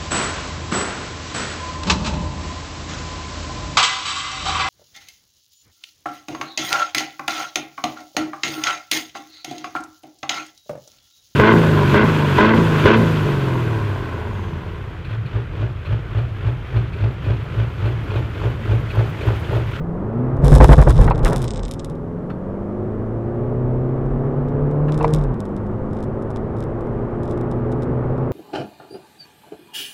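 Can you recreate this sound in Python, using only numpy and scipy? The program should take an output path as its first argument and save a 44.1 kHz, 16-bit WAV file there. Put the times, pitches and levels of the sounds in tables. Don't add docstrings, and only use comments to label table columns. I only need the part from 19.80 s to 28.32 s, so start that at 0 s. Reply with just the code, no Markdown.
import sys
import numpy as np
from scipy import signal
from scipy.fft import rfft, irfft, next_fast_len
from scipy.io import wavfile
from scipy.ndimage import uniform_filter1d, map_coordinates

SR = 44100
rng = np.random.default_rng(int(sys.argv[2]) if len(sys.argv) > 2 else 0)


def inscribe(sig):
    pcm = np.round(np.clip(np.atleast_2d(sig).T, -1, 1) * 32767)
    wavfile.write(sys.argv[1], SR, pcm.astype(np.int16))


def to_linear_factor(level_db):
    exponent = np.asarray(level_db, float) / 20
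    return 10 ** exponent


N = 375732

# (time [s], level [dB])
FLOOR_SHAKE = [(0, -8), (.39, -1), (.6, 16), (.7, 19), (1.15, 19.5), (1.27, 17.5), (1.4, 8), (1.58, 12.5),
               (2, 3), (2.7, -0.5), (4.3, 4), (5.52, 2.1), (5.9, 3.5), (8.52, -10)]
# (frequency [Hz], level [dB])
RUMBLE_SPECTRUM = [(12, -37.5), (25, 18.5), (45, 20), (70, 7.5), (110, 17.5), (150, 5.5), (220, -7),
                   (320, -52), (900, -120)]
# (frequency [Hz], level [dB])
HISS_SPECTRUM = [(1800, -25), (3000, -7.5), (3800, -15), (8000, -20.5), (11000, -23.5), (15700, -32)]
ROLLING_DB = -35

# (frequency [Hz], level [dB])
TICK_SPECTRUM = [(1180, -21), (2000, -0.5), (2820, -2), (3650, 5), (4560, -6.5), (5140, 1.5), (6050, -5.5),
                 (7970, -4.5), (8830, -6), (10200, -8.5), (12600, -20.5), (13800, -19), (15600, -33.5)]
# (time [s], level [dB])
CHATTER_SPELLS = [
    [(0.62, -56), (0.846, -43.5), (1.25, -49)],
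    [(1.43, -45.5), (1.466, -52), (1.67, -48)],
    [(1.67, -64), (1.95, -63.5), (2.13, -64.5)],
    [(5.05, -68), (5.288, -57), (5.5, -79)],
]
# (first [s], last [s], touches [count], first level [dB], last level [dB])
ROCKING_RUNS = [(0.648, 0.6807, 5, -24, -26), (0.697, 0.72, 4, -24.5, -26.5),
                (0.742, 0.7855, 6, -21.5, -28.5), (.803, 0.8324, 4, -28, -23.5),
                (0.859, 0.894, 5, -28, -29.5), (0.905, 0.93, 5, -22.5, -29), (0.955, 1.029, 7, -31, -25),
                (1.088, 1.116, 5, -25, -28.5), (1.148, 1.18, 4, -39, -32), (1.205, 1.253, 6, -24, -33.5),
                (1.462, 1.4984, 5, -24.5, -26), (1.56, 1.592, 4, -21.5, -34.5), (1.644, 1.834, 4, -21, -30),
                (1.679, 1.9127, 5, -22.5, -27), (1.882, 2.155, 6, -29.5, -44.5), (5.123, 5.44, 7, -31, -40),
                (6.133, 6.2416, 4, -44, -42), (6.111, 6.227, 4, -57, -42), (6.767, 6.826, 4, -44, -43),
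                (7.4344, 7.4984, 4, -43.5, -39.5), (7.514, 7.5438, 4, -39, -62)]
# (time [s], level [dB])
HARD_TOUCHES = [(0.569, -46), (.5909, -54.5), (0.7298, -22.5), (0.7527, -14.5), (.8434, -12), (0.9303, -16),
                (1.107, -29), (1.2685, -35), (1.3021, -33), (1.3503, -38.5), (1.38, -34), (1.393, -38.5),
                (1.449, -19), (1.4602, -26.5), (1.5319, -23.5), (1.6202, -26.5), (1.7619, -27.5),
                (1.921, -34), (1.9958, -27.5), (2.047, -30)]
# (time [s], level [dB])
LIGHT_TOUCHES = [(4.2588, -55.5), (4.6885, -52), (4.9141, -48), (5.097, -52), (5.1454, -37), (5.191, -38),
                 (5.2438, -36), (5.308, -42.5), (5.3378, -24), (5.3463, -36.5), (5.362, -33.5),
                 (5.4135, -42), (5.5428, -46.5), (5.6046, -34.5), (5.655, -42), (5.6914, -57),
                 (5.766, -39.5), (5.8674, -49), (6.4239, -47), (6.5056, -42.5), (6.5616, -36), (7.009, -48),
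                 (7.07, -56), (7.577, -42.5), (7.613, -43), (7.716, -41.5), (7.919, -42), (8.023, -38),
                 (8.034, -41.5), (8.3802, -49)]
EARLY_S, UNEVEN_DB = .001, 2.2
BOUNCE_S, BOUNCE_DB = 0.0075, -10.5
GRAZE_S, GRAZE_DB = 0.0025, -15
BRIGHT, BRIGHT_PER_DB = .5, 1.86

# (time [s], peak level [dB],
# t60 [s], share in the latch [0-1])
PLASTIC_KNOCKS = [(.843, -6.5, 0.027, 0.2), (.93, -5.5, 0.027, 0.3), (1.022, -11.5, 0.021, 0.3),
                  (1.105, -26, 0.025, 0.8), (1.21, -22, .1, 0.4), (1.277, -12.5, 0.038, 0.3),
                  (1.308, -12.5, 0.038, 0), (1.455, -14, 0.07, 0.5), (1.52, -23, 0.1, 0.43),
                  (2.5, -34, 0.046, 0.94), (5.083, -29.5, 0.052, 0.7), (5.207, -21.5, 0.056, 0),
                  (5.243, -9, 0.028, 0.07), (5.447, -36, 0.02, 0.7)]
# (frequency [Hz], level [dB])
LEVER_SPECTRUM = [(290, -41.5), (500, -4.5), (923, 1), (1140, -5), (1520, -22.5), (2610, -18),
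                  (3080, -34.5), (4260, -33.5), (6000, -59), (7800, -91), (13200, -120)]
# (frequency [Hz], level [dB])
LATCH_SPECTRUM = [(800, -27.5), (1330, 6), (2200, -12.5), (2600, -7), (3400, -20), (3900, -17.5),
                  (4300, -28.5), (4800, -32.5), (8000, -42)]
SPRING_S = 2.5

# (time [s], blow level [dB], shell boom level [dB], boom length [s], trim crash level [dB])
WHEEL_HOPS = [(0.641, -2, -9.5, 0.068, -23), (.725, 3.5, -2, 0.059, -14.5), (0.808, -0.5, 2, 0.055, -10.5),
              (0.896, 2, 0.5, 0.052, -12), (0.985, 1.5, 0, 0.045, -16.5), (1.073, -6.5, -5.5, 0.051, -18.5),
              (1.169, -12, -8.5, 0.014, -31.5), (1.195, -6.5, -2, 0.034, -22.5),
              (1.441, -26, -6, 0.039, -27.5), (1.508, -18, -24, 0.19, -32.5),
              (1.743, -22.5, -21, 0.16, -37), (5.339, -12.5, -18, 0.2, -49)]
# (frequency [Hz], level [dB])
CRASH_SPECTRUM = [(120, -22), (200, 1), (424, -2.5), (512, 2), (683, -5), (1130, -7.5), (1330, -18.5),
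                  (1520, -13), (4000, -49.5), (5200, -65), (8800, -120)]
TAUT_HZ, SLACK_HZ = 53.45, 41.3
GRIP_S = 1.12

# (time [s], firing rate [firings per second])
FIRING_RATE = [(0, 82.8), (.13, 84.5), (.22, 100), (.42, 124), (.7, 144), (1.2, 153), (1.48, 153),
               (1.9, 77.2), (2.1, 79.6), (2.9, 101.3), (3.7, 121.9), (4.5, 138.7), (5.05, 147.9),
               (5.2, 153.5), (5.38, 154), (5.62, 99.8), (7.8, 121.8), (8.52, 128)]
# (time [s], level [dB])
ENGINE_LOAD = [(0, 6.5), (.7, 7), (1.15, -10.5), (1.4, -4), (1.55, 6), (1.72, -1.5), (2, -2.5), (2.7, -0.5),
               (4.3, 3.5), (5.1, 4), (5.3, 4), (5.52, 3.5), (5.6, -0.5), (5.9, -0.7), (8.52, 2)]
QUARTER_ORDERS_DB = [-43.5, -42, -30, -43.5, -46, -35.5, -39.5, -41, -42.5, -39.5, -37, -50, -36, -44.5,
                     -44.5, -47.5, -43, -49.5, -40.5, -59, -46.5, -45.5, -45, -50, -57.5, -43.5, -41.5]
# (frequency [Hz], level [dB])
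CABIN_PATH = [(42, 2), (60, -8.5), (110, 0.5), (190, -8.5), (246, 4.5), (290, -6), (325, -1), (360, 5.5),
              (395, -2.5), (432, 7.5), (467, -7.5), (515, 1.5), (1000, -15.5)]
# (frequency [Hz], level [dB])
EXHAUST_PATH = [(80, -23.5), (92, -9.5), (103, 1), (115, 2), (124, 6.5), (138, 5), (149, 10), (165, 10),
                (184, 10), (206, 11), (230, 6), (248, 11), (278, -2.5), (305, 10)]
# (frequency [Hz], level [dB])
ROAR_SPECTRUM = [(88, -2), (150, 3), (179, -4), (220, -3.5), (278, -5.5), (431, -4.5), (562, -9),
                 (787, -14.5), (860, -13.5), (1030, -17.5), (1120, -15.5), (2070, -34.5), (5000, -64),
                 (6500, -94), (11000, -120)]
# (from [s], to [s])
CLUTCH_SPANS = [
    (0, .62),
    (1.26, 1.9),
    (5.14, 5.62),
]
# (from [s], to [s])
NEUTRAL_SPANS = [
    (1.27, 1.39),
    (5.17, 5.34),
]
# (time [s], swell [dB], half length [s])
CLUTCH_GRABS = [
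    (1.26, 10, 0.17),
    (1.496, 10.5, 0.15),
    (5.264, 2.5, 0.18),
]
ROAR_DB, ROAR_DB_PER_OCTAVE, ROAR_DB_PER_S, SLIP_ROAR_DB = -32, 5.5, 0.7055, 4.5

# (from [s], to [s])
DULL_SPANS = [(.812, .83), (1.32, 1.375), (1.4, 1.43), (1.665, 1.878), (1.975, 2.012), (5.243, 5.275)]
DULL_HZ, TOP_HZ = 8800, 15700


def unit(x):
    return x / np.sqrt(np.mean(x ** 2) + 1e-20)


def along(points, hz):
    f, v = np.transpose(points)
    return np.interp(np.log(hz + 1), np.log(f + 1), v)


def curves(rows, outside=None):
    s, *cols = np.transpose(rows)
    return [np.interp(np.arange(N) / SR, s, c, outside, outside) for c in cols]


def during(spans, size):
    t = np.arange(N) / SR
    inside = sum(1. * (a < t) * (t < b) for a, b in spans)
    return uniform_filter1d(inside, size)


def wobble(rate):
    coarse = np.arange(0, N + 32, 32)
    knots = rng.standard_normal(int(N * rate / SR) + 5)
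    return np.interp(np.arange(N), coarse, map_coordinates(knots, [coarse * rate / SR]))


def coloured(x, spectrum):
    m = 4096
    gain = to_linear_factor(along(spectrum, np.fft.rfftfreq(m, 1 / SR)))
    cepstrum = irfft(np.log(gain + 1e-6), m)
    cepstrum[1:m // 2] *= 2
    cepstrum[m // 2 + 1:] = 0
    ring = irfft(np.exp(rfft(cepstrum)), m)
    return signal.fftconvolve(x, ring / np.linalg.norm(ring))[:len(x)]


def noise(spectrum):
    m = next_fast_len(N)
    gain = to_linear_factor(along(spectrum, np.fft.rfftfreq(m, 1 / SR)))
    return unit(irfft(rfft(rng.standard_normal(m)) * gain, m)[:N])


def add(track, s, sound):
    part = track[round(s * SR):][:len(sound)]
    part += sound[:len(part)]


def road():
    shake_db, = curves(FLOOR_SHAKE)
    rumble = unit(to_linear_factor(3.3 * wobble(4.8)) * noise(RUMBLE_SPECTRUM))
    return to_linear_factor(ROLLING_DB + shake_db) * rumble + to_linear_factor(-70.5) * noise(HISS_SPECTRUM)


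def touches():
    first, last, count, first_db, last_db = np.transpose(ROCKING_RUNS)[:, :, None]
    chance = rng.standard_normal((len(ROCKING_RUNS), 8, 2))
    done = np.arange(8) / (np.round(count) - 1)
    s = first + (last - first) * done + EARLY_S * chance[..., 1]
    db = first_db + (last_db - first_db) * done + UNEVEN_DB * chance[..., 0]
    rocking = np.transpose([s[done <= 1], db[done <= 1]])
    rows = np.vstack([rocking, HARD_TOUCHES, LIGHT_TOUCHES])
    spread = rng.standard_normal((2, 2, len(rows))) * [[.3], [5]]
    rebound = np.transpose([BOUNCE_S * np.exp(spread[0, 0]), BOUNCE_DB + spread[0, 1]])
    graze = np.transpose([-GRAZE_S * np.exp(spread[1, 0]), GRAZE_DB + spread[1, 1]])
    return np.vstack([rows, rows + rebound, rows + graze])


def mount():
    ticks, t = np.zeros(N), np.arange(SR // 40) / SR
    buzz_fade = to_linear_factor(-15 - 60 * t / 0.027) + to_linear_factor(-15 - 60 * t / 0.076)
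    rows = touches()
    grains = rng.standard_normal((len(rows), len(t)))
    for (s, db), grain in zip(rows, grains):
        bright = np.clip(BRIGHT + BRIGHT_PER_DB * (db + 30.5), 0, 1)
        contact = np.array([1, -bright + 0.11 * grain[0], 0.44 * grain[1]])
        add(ticks, s, to_linear_factor(db + 12.5) * contact)
        add(ticks, s, to_linear_factor(db - 9.5) * grain * buzz_fade)
    level = sum(to_linear_factor(curves(rows, outside=-120)[0]) for rows in CHATTER_SPELLS)
    crowd = unit(rng.standard_normal(N) * to_linear_factor(1.3 * wobble(580)))
    return coloured(ticks + to_linear_factor(-3) * level * crowd, TICK_SPECTRUM)


def knocks():
    lever, latch, spring = np.zeros(N), np.zeros(N), np.zeros(N)
    t = np.arange(SR // 5) / SR
    for s, db, t60, thin in PLASTIC_KNOCKS:
        fade = to_linear_factor(-60 * (t / np.clip(t60, .01, .2)) ** 1.65) * (1 - np.exp(-t / 0.00016))
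        hit = to_linear_factor(db - 1.0) * fade * rng.standard_normal(len(t))
        share = np.clip(thin, 0, 1)
        add(lever, s, (1 - share) * hit)
        add(latch, s, share * hit)
        add(spring, s, (abs(s - SPRING_S) < .01) * hit)
    ring = to_linear_factor(-60 * t / .09) * (np.sin(2 * np.pi * 3500 * t) + np.sin(2 * np.pi * 4300 * t))
    ringing = to_linear_factor(-42) * signal.fftconvolve(spring, ring)[:N]
    return coloured(lever, LEVER_SPECTRUM) + coloured(latch, LATCH_SPECTRUM) + ringing


def hops():
    body, shake = np.zeros(N), np.zeros(N)
    t = np.arange(SR // 3) / SR
    lead = .012
    u = t - lead
    for s, blow_db, boom_db, length, crash_db in WHEEL_HOPS:
        boom_hz = TAUT_HZ if s < GRIP_S else SLACK_HZ
        done = np.clip(t / (length + lead), 0, 1)
        swell = np.abs(np.sin(np.pi * done ** 1.09)) ** 0.52
        boom = swell * np.cos(2 * np.pi * boom_hz * u)
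        blow = np.exp(-np.where(u < 0, (u / 0.0048) ** 2, u / 0.015)) * np.cos(2 * np.pi * 140 * u)
        panel = to_linear_factor(crash_db + 4.5 - 60 * t / 0.11) * np.sin(2 * np.pi * 512 * t)
        add(body, s - lead, to_linear_factor(blow_db) * blow + to_linear_factor(boom_db) * boom)
        add(body, s - .004, panel)
        add(shake, s - .007, to_linear_factor(crash_db) * np.clip(t / 0.0026, 0, 1) * (1 - done ** 3))
    jolts = to_linear_factor(3.2 * wobble(120))
    return body + shake * unit(jolts * noise(CRASH_SPECTRUM))


def engine():
    rate, = curves(FIRING_RATE)
    load_db, = curves(ENGINE_LOAD)
    t = np.arange(N) / SR
    free = during(CLUTCH_SPANS, size=3000)
    turn = 2 * np.pi * np.cumsum(rate) / SR

    howl_db = 23 * during(NEUTRAL_SPANS, size=2500) - 8
    unloaded_db = {.5: 5, 1: -2, 2: -4, 3: howl_db}
    tones = np.zeros(N)
    for quarters, db in enumerate(QUARTER_ORDERS_DB, start=2):
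        k = quarters / 4
        path = EXHAUST_PATH if k in (1, 2) else CABIN_PATH
        free_db = unloaded_db.get(k, -8) * free
        unsteady_db = (1.5 + 1.2 * free) * wobble(11)
        unsteady_db += 1.8 * (k > 2) * (1 - free) * wobble(2.5)
        drift = .22 * wobble(7) + rng.uniform(0, 2 * np.pi)
        level = to_linear_factor(1 + db + along(path, k * rate) + free_db + unsteady_db)
        tones += level * np.sin(k * turn + drift)

    roar_db = ROAR_DB + ROAR_DB_PER_OCTAVE * np.log2(rate / 100)
    roar_db += ROAR_DB_PER_S * t + SLIP_ROAR_DB * (t < GRIP_S)
    for s, swell_db, half in CLUTCH_GRABS:
        roar_db += swell_db * np.clip(1 - np.abs(t - s) / half, 0, 1)
    puff = 1 + 0.12 * np.cos(turn) + 0.058 * np.cos(turn / 2 + 1)
    roar = unit(puff * to_linear_factor(0.29 * wobble(12)) * noise(ROAR_SPECTRUM))
    return to_linear_factor(load_db) * tones + to_linear_factor(roar_db) * roar


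def scene():
    return (road() + mount() + knocks() + hops() + engine())[None]


def top_cut(x):
    return signal.sosfilt(signal.butter(12, 15710, fs=SR, output="sos"), x)


def record(dry):
    clipped = dry / (1 + np.abs(dry / .995) ** 30) ** (1 / 30)
    m = next_fast_len(N)
    hz = np.fft.rfftfreq(m, 1 / SR)
    spectrum = rfft(clipped, m)
    full = irfft(spectrum * (hz < TOP_HZ), m)[:, :N]
    muffled = irfft(spectrum * (hz < DULL_HZ), m)[:, :N]
    dull = .94 * during(DULL_SPANS, size=200)
    mix = np.clip((1 - dull) * full + dull * muffled, -1, 1)
    return top_cut(mix)


dry = scene()
out = record(dry)
inscribe(out)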